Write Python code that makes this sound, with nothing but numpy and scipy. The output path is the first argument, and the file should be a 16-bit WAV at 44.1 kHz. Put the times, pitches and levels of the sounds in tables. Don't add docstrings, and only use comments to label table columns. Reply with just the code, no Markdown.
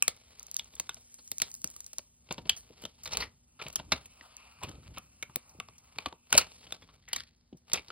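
import sys
import numpy as np
from scipy import signal
from scipy.fft import rfft, irfft, next_fast_len
from scipy.io import wavfile
from scipy.ndimage import uniform_filter1d

SR = 44100
rng = np.random.default_rng(int(sys.argv[2]) if len(sys.argv) > 2 else 0)


def nominal_scale(level):
    x = np.asarray(level, float) / 20
    return 10 ** x


def master(y):
    cut = np.clip(np.atleast_2d(y).T, -1, 1)
    pcm = np.round(cut * 32767)
    wavfile.write(sys.argv[1], SR, pcm.astype(np.int16))


N = 348831

# time in seconds, rustle in dB, brightness of freed film in dB.
STEADY_PULL = [(0, -70.5, 2.5), (.7, -70.5, 6), (1.15, -73.5, 13.5), (1.5, -75, 20), (1.99, -71.5, 9),
               (2.2, -86.5, 16), (2.95, -72.5, 2.5), (3.399, -83.5, 11.5), (4.05, -66.5, 2),
               (4.6, -67, 2.5), (5.1, -74.5, 7.5), (5.5, -68.5, 4), (5.9, -71, 3.5), (6.25, -80, 8.5),
               (6.55, -62.5, 2.5), (6.8, -76, 1.5), (7.001, -89, -7), (7.9, -81, 7.5)]
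# top in seconds, rustle in dB, swell and fade in seconds per 30 dB.
TUGS = [(.04, -56, 3.5, 0.45), (.32, -63, 0.2, 1.5), (.59, -56, 0, -0.24), (.8, -66.5, 0.6, 0.1),
        (.91, -65, -0.9, 0.4), (1.42, -46.5, 0.03, 0.13), (1.66, -63, 0.06, 0.5), (2.32, -52.5, 0.1, 0.13),
        (2.51, -52.5, 0.18, 0.16), (2.85, -56, -0.5, 0.15), (3.06, -49, 0, 0.29), (3.2, -36.5, 0.2, 0.0779),
        (3.618, -50.5, 0.03, 0.28), (3.78, -54, 0.19, 0.1), (3.93, -42.5, 0.0255, 0.1266),
        (4.637, -46.5, -0.05, 0.16), (4.69, -55, 0.06, 0.15), (4.88, -61, 0.13, 0),
        (4.97, -62.5, 0.36, 0.05), (6.07, -54.5, 0.28, -0.07), (6.34, -32.5, 0.0452, 0.1531),
        (6.42, -45.5, 0.1137, 0.12), (6.67, -56.5, 0.4, 0.16), (6.74, -51.5, 0.31, 0.09),
        (6.89, -67, 1.1, -0.7), (7.16, -45, 0.01, 0.14), (7.712, -51, 0.05, 0.04), (7.76, -43, 0.08, 0.1),
        (7.91, -59, 0.3, 5)]
# top in seconds, rustle in dB, swell and fade in seconds per 30 dB.
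DRAGS = [
    (4.4, -60, 0.52, .5),
    (4.56, -66, -1, 0.95),
]
# top in seconds, rumble in dB, swell and fade in seconds per 30 dB.
GRIP_SHIFTS = [(1.0, -63, 0.5, 0), (1.6, -70, 0.7, 0.7), (2.4, -55.5, 0.3, 0.5), (3.2, -59, 0.6, 0.47),
               (3.93, -52.5, 0.5, 0.28), (4.64, -44, 0.04, 0.03), (4.7, -52.5, 0.2, 0.5),
               (4.9, -56, -0.24, 0.3), (5.37, -66.5, 1.6, 0), (5.6, -62, 0.3, 0.56), (6.8, -66.5, 1, 1.8)]
# start in seconds, panel in dB, fizz in dB, ring in Hz, dying time in ms.
FIRST_SNAPS = [(.024, -28.5, -7.5, 2630, 8.9), (.08, -15.5, -10.5, 4080, 9.8),
               (.566, -48.5, -18, 5700, 5.1), (0.595, -32, -33.5, 3370, 6), (0.798, -23.5, -21.5, 6200, 13),
               (.893, -23.5, -26.5, 3450, 14.3), (1.316, -25, -22, 13500, 6.8), (1.4, -28.5, -31, 6200, 15),
               (1.418, -16.5, -13.5, 6200, 15), (1.643, -25.5, -19.5, 6140, 8.8),
               (1.984, -31, -22, 5700, 5.6), (1.99, -41, -61.5, 585, 19.6), (0.871, -48.5, -61, 3380, 7.5),
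               (2.494, -22.5, -16, 3000, 26), (2.838, -35.5, -37.5, 3000, 11),
               (2.852, -27.5, -36.5, 2970, 18), (3.056, -27.5, -33.5, 4200, 34),
               (3.074, -28.5, -40, 3710, 27), (3.118, -31, -38.5, 5960, 74),
               (3.133, -30.5, -34.5, 5250, 27), (3.171, -18, -18, 4370, 9), (3.202, -28, -35.5, 4420, 105)]
# start in seconds, panel in dB, fizz in dB, ring in Hz, dying time in ms.
SECOND_SNAPS = [(3.757, -23, -18, 6590, 18), (3.919, -11.5, -28.5, 3870, 45), (4.633, -39, -32.5, 2490, 28),
                (5.226, -24, -26.5, 2308, 20), (5.359, -17, -22, 14740, 6.7), (5.6, -26.5, -31, 2300, 9.9),
                (5.985, -21.5, -33.5, 2354, 12), (6.059, -21, -31.5, 1154, 20), (6.326, -14, -12, 2715, 15),
                (6.35, -24, -20.5, 583, 24), (6.367, -45, -24.5, 6990, 8), (6.368, -35.5, -32, 2542, 82),
                (6.375, -18.5, -12.5, 4704, 39), (6.378, -13, -9, 4667, 34), (6.382, -26, -44, 1386, 45),
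                (6.412, -27, -39, 4033, 45), (6.723, -23.5, -29.5, 3370, 15), (7.13, -23, -22, 4560, 25),
                (7.161, -24, -24.5, 3810, 24), (7.733, -22, -14.5, 5830, 21), (7.738, -26, -32, 3380, 69),
                (7.716, -36.5, -46, 5596, 29)]
# start in seconds, fizz in dB, dying time in ms.
TICKS = [(.165, -45.5, 4.7), (.396, -33.5, 3), (.429, -37.5, 14), (.467, -37, 8.9), (0.514, -28.5, 4),
         (.543, -29, 4.5), (.589, -36.5, 16), (.644, -46.5, 11), (.752, -43, 26), (.944, -36.5, 6.8),
         (1.01, -51.5, 11), (1.142, -37.5, 13), (1.276, -37.5, 12), (1.383, -22.5, 3.4),
         (1.515, -37.5, 9.2), (1.541, -33.5, 6.8), (1.55, -34, 9), (1.564, -41.5, 5.2), (1.617, -41, 9.1),
         (1.675, -34.5, 6), (1.701, -38, 11), (1.713, -40.5, 4.1), (1.74, -46, 6.2), (1.763, -36.5, 14),
         (1.805, -27, 4.9), (1.843, -42, 11), (1.864, -32.5, 9.1), (1.931, -36, 20)]
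# start in seconds, fizz in dB, dying time in ms.
LATE_TICKS = [(2.324, -27, 13), (2.562, -41.5, 180), (2.818, -46.5, 45), (3.034, -38.5, 50),
              (3.049, -41.5, 8.9), (3.684, -32, 6.7), (3.703, -45, 8.3), (3.726, -42, 46),
              (4.057, -41.5, 36), (4.367, -35.5, 4.5), (4.692, -38.5, 12.6), (4.825, -59.5, 12),
              (4.983, -33, 12.3), (5.491, -53, 80), (5.781, -49, 29), (7.085, -45.5, 40), (7.36, -71, 93),
              (7.569, -60, 100), (6.303, -47.5, 35)]
# start in seconds, panel in dB, ring in Hz, dying time in ms.
CREAKS = [(.41, -53, 1190, 16), (.62, -53, 3260, 23), (.737, -47.5, 3460, 17), (0.765, -50.5, 3420, 23),
          (0.967, -47.5, 700, 25), (1.185, -49.5, 4370, 72), (2.289, -46.5, 910, 19),
          (2.308, -29.5, 1036, 47), (2.38, -35, 980, 41), (2.454, -45, 1030, 27), (3.147, -36.5, 2580, 30),
          (3.221, -34.5, 2060, 98), (3.591, -45.5, 1360, 160), (3.615, -36, 2290, 21),
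          (3.664, -37.5, 2400, 41), (3.798, -34, 950, 25), (4.057, -46.5, 2500, 15),
          (4.21, -44.5, 1950, 13), (1.685, -53.5, 550, 25), (1.761, -52, 1220, 15), (1.932, -49.5, 805, 23),
          (2.566, -50.5, 690, 47), (7.038, -62, 1930, 11.7), (7.151, -37.5, 4000, 12),
          (4.626, -40, 1010, 65), (4.641, -45, 2510, 60), (4.754, -54.5, 815, 17), (4.793, -65, 910, 20),
          (4.831, -57.5, 1300, 20), (4.861, -55, 2500, 16), (4.873, -54, 2430, 20), (6.63, -50.5, 2600, 20),
          (6.667, -47.5, 3000, 34), (4.905, -58, 900, 16), (7.527, -57, 3000, 33), (4.962, -46.5, 2630, 32),
          (4.972, -37, 2500, 45), (5.686, -39.5, 1206, 9.3), (6.126, -39, 950, 8.8), (6.341, -31, 2370, 91),
          (6.82, -47, 3460, 64), (6.886, -56.5, 1210, 96), (7.076, -52, 1970, 150),
          (7.112, -54.5, 1920, 84), (7.773, -35.5, 2400, 67), (7.882, -39, 4660, 16),
          (7.903, -36.5, 1370, 21)]
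# start in seconds, ring in dB, frequency in Hz, dying time in ms.
RINGS = [(.025, -35, 1210, 15), (0.079, -17, 4200, 12), (.082, -41.5, 3300, 90), (0.601, -45.5, 3270, 70),
         (.8, -45.5, 4700, 50), (.9, -47, 3030, 88), (1.316, -24, 14560, 6), (1.422, -37, 3890, 120),
         (1.425, -42, 5005, 80), (3.921, -21.5, 3826, 25), (5.359, -14, 15240, 6), (6.125, -38, 913, 9),
         (4.615, -43.5, 900, 76), (.024, -21, 2448, 14), (5.986, -29, 1100, 15), (6.35, -28.5, 602, 16),
         (6.351, -22, 6970, 14), (6.414, -30, 6990, 20), (4.21, -49.5, 4720, 12), (4.629, -41.5, 1060, 91),
         (4.648, -38.5, 604, 35), (7.131, -23.5, 3100, 21), (6.327, -22, 1468, 14), (7.14, -38, 2970, 100),
         (7.741, -38, 2570, 60), (.595, -21.5, 3620, 13.4), (0.892, -32, 1460, 19), (.893, -31, 2620, 12),
         (1.317, -37, 3920, 27.9), (1.4, -40, 2450, 11), (1.417, -29, 3940, 4.5), (2.496, -18, 4470, 17),
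         (2.494, -13, 3010, 21), (2.498, -37, 3075, 160), (3.128, -35.5, 5400, 35), (3.758, -28, 3140, 27),
         (3.926, -27.5, 2444, 30), (4.633, -41.5, 2700, 23), (4.972, -36, 1224, 54), (5.228, -26, 3660, 13),
         (5.296, -45, 896, 26), (5.602, -30.5, 1134, 17), (5.958, -50, 2470, 14), (6.063, -32.5, 596, 20.9),
         (6.378, -18, 1250, 12), (6.398, -32, 2581, 130), (7.078, -49, 1950, 72),
         (7.163, -33.5, 1960, 21.7)]
# start in seconds, thump in dB, settled pitch in Hz.
BUMPS = [(0.079, -50, 151.2), (1.318, -54, 203), (1.643, -42.5, 136), (2.307, -38, 147),
         (2.383, -38.5, 151.2), (2.455, -40, 146), (2.703, -44, 240), (2.836, -38.5, 199.4),
         (2.852, -41, 253), (3.121, -43.5, 149.5), (3.658, -41, 131.5), (3.796, -42.5, 129),
         (3.921, -25.5, 152), (4.64, -37.5, 90), (4.692, -38, 149.6), (4.675, -39, 109), (4.735, -45, 70),
         (4.751, -45, 65.8), (4.781, -49, 70), (4.861, -51.5, 68), (4.885, -48, 66), (4.912, -47.5, 61.85),
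         (4.971, -44.5, 149), (5.296, -50, 119.3), (5.358, -45.5, 132), (5.549, -49.5, 259),
         (5.587, -44, 138), (5.965, -49.5, 108.2), (6.06, -29.5, 329.6), (6.124, -44, 250.3),
         (6.343, -32, 152), (6.351, -35.5, 205), (7.527, -36, 188), (7.545, -42.5, 130),
         (7.733, -39, 149.3)]
# frequency in Hz, level in dB.
RUMBLE_COLOUR = [(20, -29), (40, -4.5), (66, 4), (130, -3), (250, -8.5), (420, -20.5), (900, -28.5),
                 (1500, -74.5)]
# frequency in Hz, level in dB.
KNOCK_COLOUR = [(20, -29), (45, -11), (70, -1), (130, -5), (275, -3), (500, -6.5), (800, -19),
                (1500, -59.5)]
# frequency in Hz, level in dB.
PANEL_COLOUR = [(150, -45.5), (400, 0), (900, -0.5), (1300, -2), (1750, -7.5), (2300, 0), (3000, 1.5),
                (3400, -0.5), (3900, 2.5), (4600, 0), (5200, -6), (6100, -20), (7000, -77.5)]
# frequency in Hz, level in dB.
FILM_COLOUR = [(3000, -57.5), (4600, -30), (5400, -4), (6000, -3.5), (7000, 0), (8500, 0), (10000, -4),
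               (12000, -6.5), (14500, -8.5), (15800, -8), (16600, -25.5), (17200, -72)]
# frequency in Hz, level in dB.
LOOSE_COLOUR = [(300, -21), (900, -12.5), (1900, -3), (3000, -5.5), (4500, 0.5), (5400, -4), (6300, -29.5)]
# frequency in Hz, level in dB.
TAUT_COLOUR = [(200, -36.5), (450, -4.5), (700, -15), (1160, -12), (1600, -15), (2500, -2.5), (5300, -3),
               (6300, -22.5)]
# frequency in Hz, level in dB.
FOLDED_COLOUR = [(250, -27), (520, -7), (1250, -1.5), (1780, -14.5), (2650, 3), (3300, -12.5), (4500, -5.5),
                 (6100, -20)]
# frequency in Hz, level in dB.
AIR_COLOUR = [(25, -25.5), (63, 3), (95, -11), (250, -20.5), (600, -25.5), (1250, -30.5), (2500, -35.5),
              (5000, -30), (7000, -32), (9000, -39), (16000, -46), (17000, -90)]
# frequency in Hz, t60 in seconds.
ROOM_T60 = [(100, 0.054), (1000, 0.25), (4000, 0.14), (12000, 0.1)]
# frequency in Hz, ratio in dB.
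PORT_RATIO = [(40, -34.5), (125, -23), (300, -12), (1400, -11.5), (2200, -11.5), (2600, -5), (3100, -10.5),
              (4600, -9.5), (5300, 7), (6100, 13.5), (6800, 14.5), (12000, 9), (15000, 6.5)]
# frequency in Hz, phase in radians.
PORT_LAG = [(200, 1.2), (600, 1.5), (1400, 1.05), (3000, 1.35), (6000, 1.6)]
# start in seconds, length in ms.
TREBLE_KEPT = [(.586, 25), (.631, 20), (.725, 50), (1.49, 28), (1.562, 73), (1.658, 27), (1.7, 25),
               (1.745, 29), (1.925, 33), (2.551, 40), (2.695, 28), (3.215, 24), (3.575, 34), (3.622, 27),
               (4.04, 45), (6.285, 25), (6.645, 24), (6.798, 39), (6.86, 35), (7.077, 18), (7.151, 36),
               (7.65, 66)]
# start in seconds, length in ms.
TREBLE_WHOLE = [(.426, 8), (.464, 8), (4.363, 9), (1.855, 39), (2.37, 40), (2.452, 9), (2.815, 50),
                (5.48, 35), (5.767, 25), (3.023, 80), (3.655, 25), (3.717, 30), (3.914, 12), (4.6, 74),
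                (6.365, 26), (7.225, 32), (7.555, 30), (7.879, 10), (3.188, 28)]

REGRIP_S, FREE_S = 3.45, 6.28
LOOSE_FROM_S, LOOSE_TO_S = 7.02, 7.56
TICK_HZ = 5830


def evened(x):
    return x / np.sqrt(np.mean(x ** 2) + 1e-20)


def read(points, hz):
    f, value = np.transpose(points)
    return np.interp(np.log(hz + 1), np.log(f + 1), value)


def add(mix, start_s, sound):
    part = mix[round(start_s * SR):][:len(sound)]
    part += sound[:len(part)]


def colour(x, points, size=8192):
    gain_db = np.maximum(read(points, abs(np.fft.fftfreq(size, 1 / SR))), -100)
    spectrum = np.exp(np.conj(signal.hilbert(np.log(nominal_scale(gain_db)))))
    taps = np.fft.ifft(spectrum).real[:size // 2]
    return signal.oaconvolve(x, taps / np.linalg.norm(taps))[:N]


def shaped(x, gain):
    size = next_fast_len(N)
    return irfft(rfft(x, size) * gain(np.fft.rfftfreq(size, 1 / SR)), size)[..., :N]


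def joined(low, high, hz):
    above = signal.lfilter(*signal.butter(2, hz, 'high', fs=SR), high)
    below = signal.lfilter(*signal.butter(2, hz, fs=SR), low)
    return above - below


def crackle(count, per_s, spread_db, hiss):
    breaks = rng.random(count) < per_s / SR
    size = nominal_scale(spread_db * np.minimum(rng.exponential(1, count), 4)) * breaks
    threads = evened(size * rng.standard_normal(count))
    return evened(threads + hiss * rng.standard_normal(count))


def swells(rows):
    t = np.arange(0, N + 64, 64) / SR
    power = np.zeros(len(t))
    for top_s, db, rise_s, fade_s in rows:
        away = np.maximum((top_s - t) / abs(rise_s), (t - top_s) / abs(fade_s))
        power += nominal_scale(db - 30 * away) ** 2
    return np.interp(np.arange(N) / SR, t, np.sqrt(power))


def air(air_db=-72, hum_hz=240, hum_db=-79.5):
    noise = np.array([colour(v, AIR_COLOUR) for v in rng.standard_normal((2, N))])
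    hum = np.sqrt(2) * np.sin(2 * np.pi * hum_hz * np.arange(N) / SR)
    return nominal_scale(air_db) * noise + nominal_scale(hum_db) * hum


def patchy(x, patchy_db=3.0):
    hz, t, z = signal.stft(x, SR, nperseg=512)
    field = rng.standard_normal((len(t), len(hz))).T
    field = uniform_filter1d(uniform_filter1d(field, size=9, axis=0), size=26, axis=1)
    return signal.istft(z * nominal_scale(patchy_db * evened(field)), SR, nperseg=512)[1][:N]


def pull(linger, flicker_db=4.0):
    fizz_db, fizz_power, rumble_db, rumble_power = -58.5, 0.88, -60, 0.98
    rest_rumble_db, tug_creep_db = -80, -11.5
    t = np.arange(N) / SR
    s, *levels = np.transpose(STEADY_PULL)
    steady_db, bright_db = (np.interp(t, s, v) for v in levels)
    tug = swells(TUGS)
    effort = tug / nominal_scale(-50)
    fizz = nominal_scale(fizz_db) * effort ** fizz_power
    tug_rumble = nominal_scale(rumble_db) * effort ** rumble_power
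    grip = np.hypot(tug_rumble, swells(GRIP_SHIFTS)) + nominal_scale(rest_rumble_db)

    flicker = nominal_scale(flicker_db * evened(uniform_filter1d(rng.standard_normal(N), 500)))
    threads = flicker * crackle(N, per_s=900, spread_db=2.5, hiss=0.6)
    hiss = crackle(N, per_s=3600, spread_db=1.5, hiss=2.0) * flicker ** 0.45
    folded = (t > REGRIP_S) & (t < FREE_S)
    loose = (t > LOOSE_FROM_S) & (t < LOOSE_TO_S)

    drag = np.hypot(nominal_scale(steady_db), swells(DRAGS)) * hiss + nominal_scale(tug_creep_db) * tug * threads
    creep = patchy(colour(drag * ~folded, TAUT_COLOUR) + colour(drag * folded, FOLDED_COLOUR))
    rumble = colour(grip * rng.standard_normal(N), RUMBLE_COLOUR)
    rustle = colour(tug * threads * ~loose, PANEL_COLOUR) + colour(tug * threads * loose, LOOSE_COLOUR)
    film = colour(fizz * threads + nominal_scale(steady_db + bright_db) * hiss + linger, FILM_COLOUR)
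    return rumble + nominal_scale(-2.3) * rustle + creep + film


def releases():
    none, rows = -np.inf, []
    for s, db, fizz_db, hz, ms in FIRST_SNAPS + SECOND_SNAPS:
        rows.append((s, db, db - 27.5, fizz_db, db if hz < 5300 else fizz_db, hz, ms))
    ticks = TICKS + LATE_TICKS
    tick_hz = TICK_HZ * np.exp(0.14 * abs(rng.standard_normal(len(ticks))))
    for (s, db, ms), hz in zip(ticks, tick_hz):
        rows.append((s, db - 17, none, db, db, hz, ms))
    for s, db, hz, ms in CREAKS:
        rows.append((s, db, db - 16, db - 12, db, hz, ms))
    for s, db, hz, ms in RINGS:
        rows.append((s, none, none, none, db, hz, ms))
    for s, db, hz in BUMPS:
        rows.append((s, none, db - 9.5, none, none, TICK_HZ, 27))
    return rows


def snaps(rise_ms=0.32, rise_per_dying=0.026, thump_rise_ms=1.8, thump_ms=45, ring_db=-1, ring_width=.12,
          tick=1.2, crack=3.23, crack_ms=18, film_ms=30):
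    body_hz, body_db, body_db_per_octave = 1370, -0.1, -5.5
    sheen_hz, sheen_db, sheen_db_per_octave = 10000, 1.2, 4
    facing_hz, film_in_air_db = 12000, -5.5
    thump, body, panel, film, sheen, linger, rings, facing = np.zeros((8, N))
    ms = np.arange(6000) * 1000 / SR
    early = nominal_scale(-60 * (ms / film_ms) ** 2)
    slips = crackle(N + len(ms), per_s=9000, spread_db=2.5, hiss=0.48)
    for s, panel_db, thump_db, fizz_db, level_db, hz, die_ms in releases():
        slip = slips[round(s * SR):][:len(ms)]
        rise = 1 - np.exp(-ms / (rise_ms + rise_per_dying * die_ms))
        burst = slip * rise * nominal_scale(-60 * ms / max(die_ms, 1))
        burst = burst * (1 + tick * np.exp(-ms / .6))
        burst[8] += crack * np.exp(-die_ms / crack_ms)
        loose_db = film_in_air_db * (LOOSE_FROM_S < s < LOOSE_TO_S)

        push = (1 - np.exp(-(ms / thump_rise_ms) ** 2)) * nominal_scale(-60 * ms / (die_ms + thump_ms))
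        add(thump, s, nominal_scale(thump_db + loose_db) * push * slip)
        tilt_db = body_db + body_db_per_octave * np.log2(hz / body_hz)
        add(body, s, nominal_scale(panel_db + loose_db + tilt_db) * burst)
        add(panel, s, nominal_scale(panel_db) * burst)

        add(film, s, nominal_scale(fizz_db) * burst * early)
        tilt_db = sheen_db + sheen_db_per_octave * np.log2(hz / TICK_HZ)
        add(sheen, s, nominal_scale(fizz_db + tilt_db) * burst * early)
        add(linger, s, nominal_scale(fizz_db) * burst * (1 - early))

        b, a = signal.iirpeak(hz, 1 / ring_width, SR)
        ring = np.sqrt(SR / (np.pi * hz * ring_width)) * signal.lfilter(b, a, burst)
        add(facing if hz > facing_hz else rings, s, nominal_scale(level_db + ring_db) * ring)
    panel, film = joined(body, panel, body_hz), joined(film, sheen, sheen_hz)
    near = nominal_scale(2.0) * colour(thump, KNOCK_COLOUR) + nominal_scale(-3.0) * colour(panel, PANEL_COLOUR)
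    return near + nominal_scale(-0.5) * colour(film, FILM_COLOUR) + rings, facing, linger


def bumps(tone_db=1.5, die_cycles=7.6, glide=1.6, glide_ms=2.5, rise_s=0.0014):
    out, t = np.zeros(N), np.arange(8000) / SR
    for s, db, hz in BUMPS:
        turns = hz * (t + glide * glide_ms / 1000 * (1 - np.exp(-1000 * t / glide_ms)))
        level = nominal_scale(db + tone_db - 60 * hz * t / die_cycles) * (1 - np.exp(-t / rise_s))
        add(out, s, level * np.sin(2 * np.pi * turns))
    return out


def room(x, gap=260):
    size = SR // 2
    taps = np.zeros((2, size))
    at = np.arange(gap, size - 20, 20)
    at = at + rng.integers(0, 20, (2, len(at)))
    np.put_along_axis(taps, at, rng.choice([-1., 1.], at.shape), 1)
    hz, t, z = signal.stft(taps, SR, nperseg=128)
    decay = nominal_scale(-60 * t / read(ROOM_T60, hz)[:, None])
    tail = signal.istft(z * decay, SR, nperseg=128)[1]
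    return signal.fftconvolve(x[None], tail / np.linalg.norm(tail[0]), axes=1)[:, :N]


def ports(pair, wide_db, treble_db):
    def ratio(hz):
        return nominal_scale(read(PORT_RATIO, hz) + wide_db + treble_db * (hz > 5300))
    mid = shaped(pair[0], lambda hz: 1 / np.sqrt(1 + ratio(hz) ** 2))
    side = shaped(pair[1], lambda hz: np.exp(-1j * read(PORT_LAG, hz)) / np.sqrt(1 + ratio(hz) ** -2.))
    return np.array([mid + side, mid - side])


def trimmed(pair):
    crisp_ms, before_ms, after_ms, weak_db = 27, 4, 6, -34
    edge_hz, edge_hz_per_db, edge_top_hz, edge_from_db = 5250, 30, 6200, -74
    bands_kept, top_hz, crisp_top_hz = .5, 16000, 16800
    mid, side = (pair[0] + pair[1]) / 2, (pair[0] - pair[1]) / 2
    hz, t, z = signal.stft(np.array([mid, side]), SR, nperseg=256, noverlap=192)
    sharp = [(s, fizz_db, ms) for s, db, fizz_db, f, ms in FIRST_SNAPS + SECOND_SNAPS]
    sharp = [row for row in sharp + TICKS + LATE_TICKS if row[2] < crisp_ms]
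    crisp = [(s - before_ms / 1000, before_ms + after_ms, db > weak_db) for s, db, ms in sharp]

    def during(spans):
        return np.any([(t > row[0]) & (t < row[0] + row[1] / 1000) for row in spans], axis=0)

    strong = during([row for row in crisp if row[2]])
    block = np.arange(len(t)) // 16
    chosen = rng.random((len(t), len(hz))) < bands_kept
    bands = chosen[block][:, np.arange(len(hz)) // 5].T
    kept = strong | during(TREBLE_WHOLE) | during(crisp + TREBLE_KEPT) & bands

    power = uniform_filter1d((abs(z[0, 12:29]) ** 2).sum(0), size=16)
    loud_db = 10 * np.log10(abs(power) + 1e-12)[block * 16]
    edge = np.clip(edge_hz + edge_hz_per_db * (loud_db - edge_from_db), edge_hz, edge_top_hz)
    top = hz[:, None] < np.where(strong, crisp_top_hz, top_hz)
    gates = [top & (kept | (hz[:, None] < edge)), top]
    mid, side = signal.istft(z * gates, SR, nperseg=256, noverlap=192)[1][:, :N]
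    return np.array([mid + side, mid - side])


def treble_flecks(side, bar=1.25, bar_per_octave=-2.4):
    hz, t, z = signal.stft(side, SR, nperseg=512)
    field = rng.standard_normal((len(t), len(hz))).T
    field = evened(uniform_filter1d(uniform_filter1d(field, size=4, axis=0), size=7, axis=1))
    need = bar + bar_per_octave * np.log2(np.clip(hz, 1, 14500) / 14500)
    treble = (hz > 7000) & (hz < 15900)
    gate = np.clip(4 * (field - need[:, None]), 0, 1) * treble[:, None]
    return signal.istft(z * gate, SR, nperseg=512)[1][:N]


def scene():
    near, facing, linger = snaps()
    near = near + bumps()
    creep = pull(linger)
    tail = nominal_scale(-19.0) * room(near + facing + creep)
    wide = ports(tail + air() + creep, wide_db=6.0, treble_db=-2.7)
    direct = ports([near, near], wide_db=1.5, treble_db=1.0)
    direct = direct + ports([facing, facing], wide_db=-5.5, treble_db=2)
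    return trimmed(direct + wide) + treble_flecks((wide[0] - wide[1]) / 2)


def low_pass(x):
    return signal.sosfilt(signal.butter(12, 16990, fs=SR, output="sos"), x)


def record(dry):
    ceiling = .95
    return low_pass(ceiling * np.tanh(dry / ceiling))


dry = scene()
out = record(dry)
master(out)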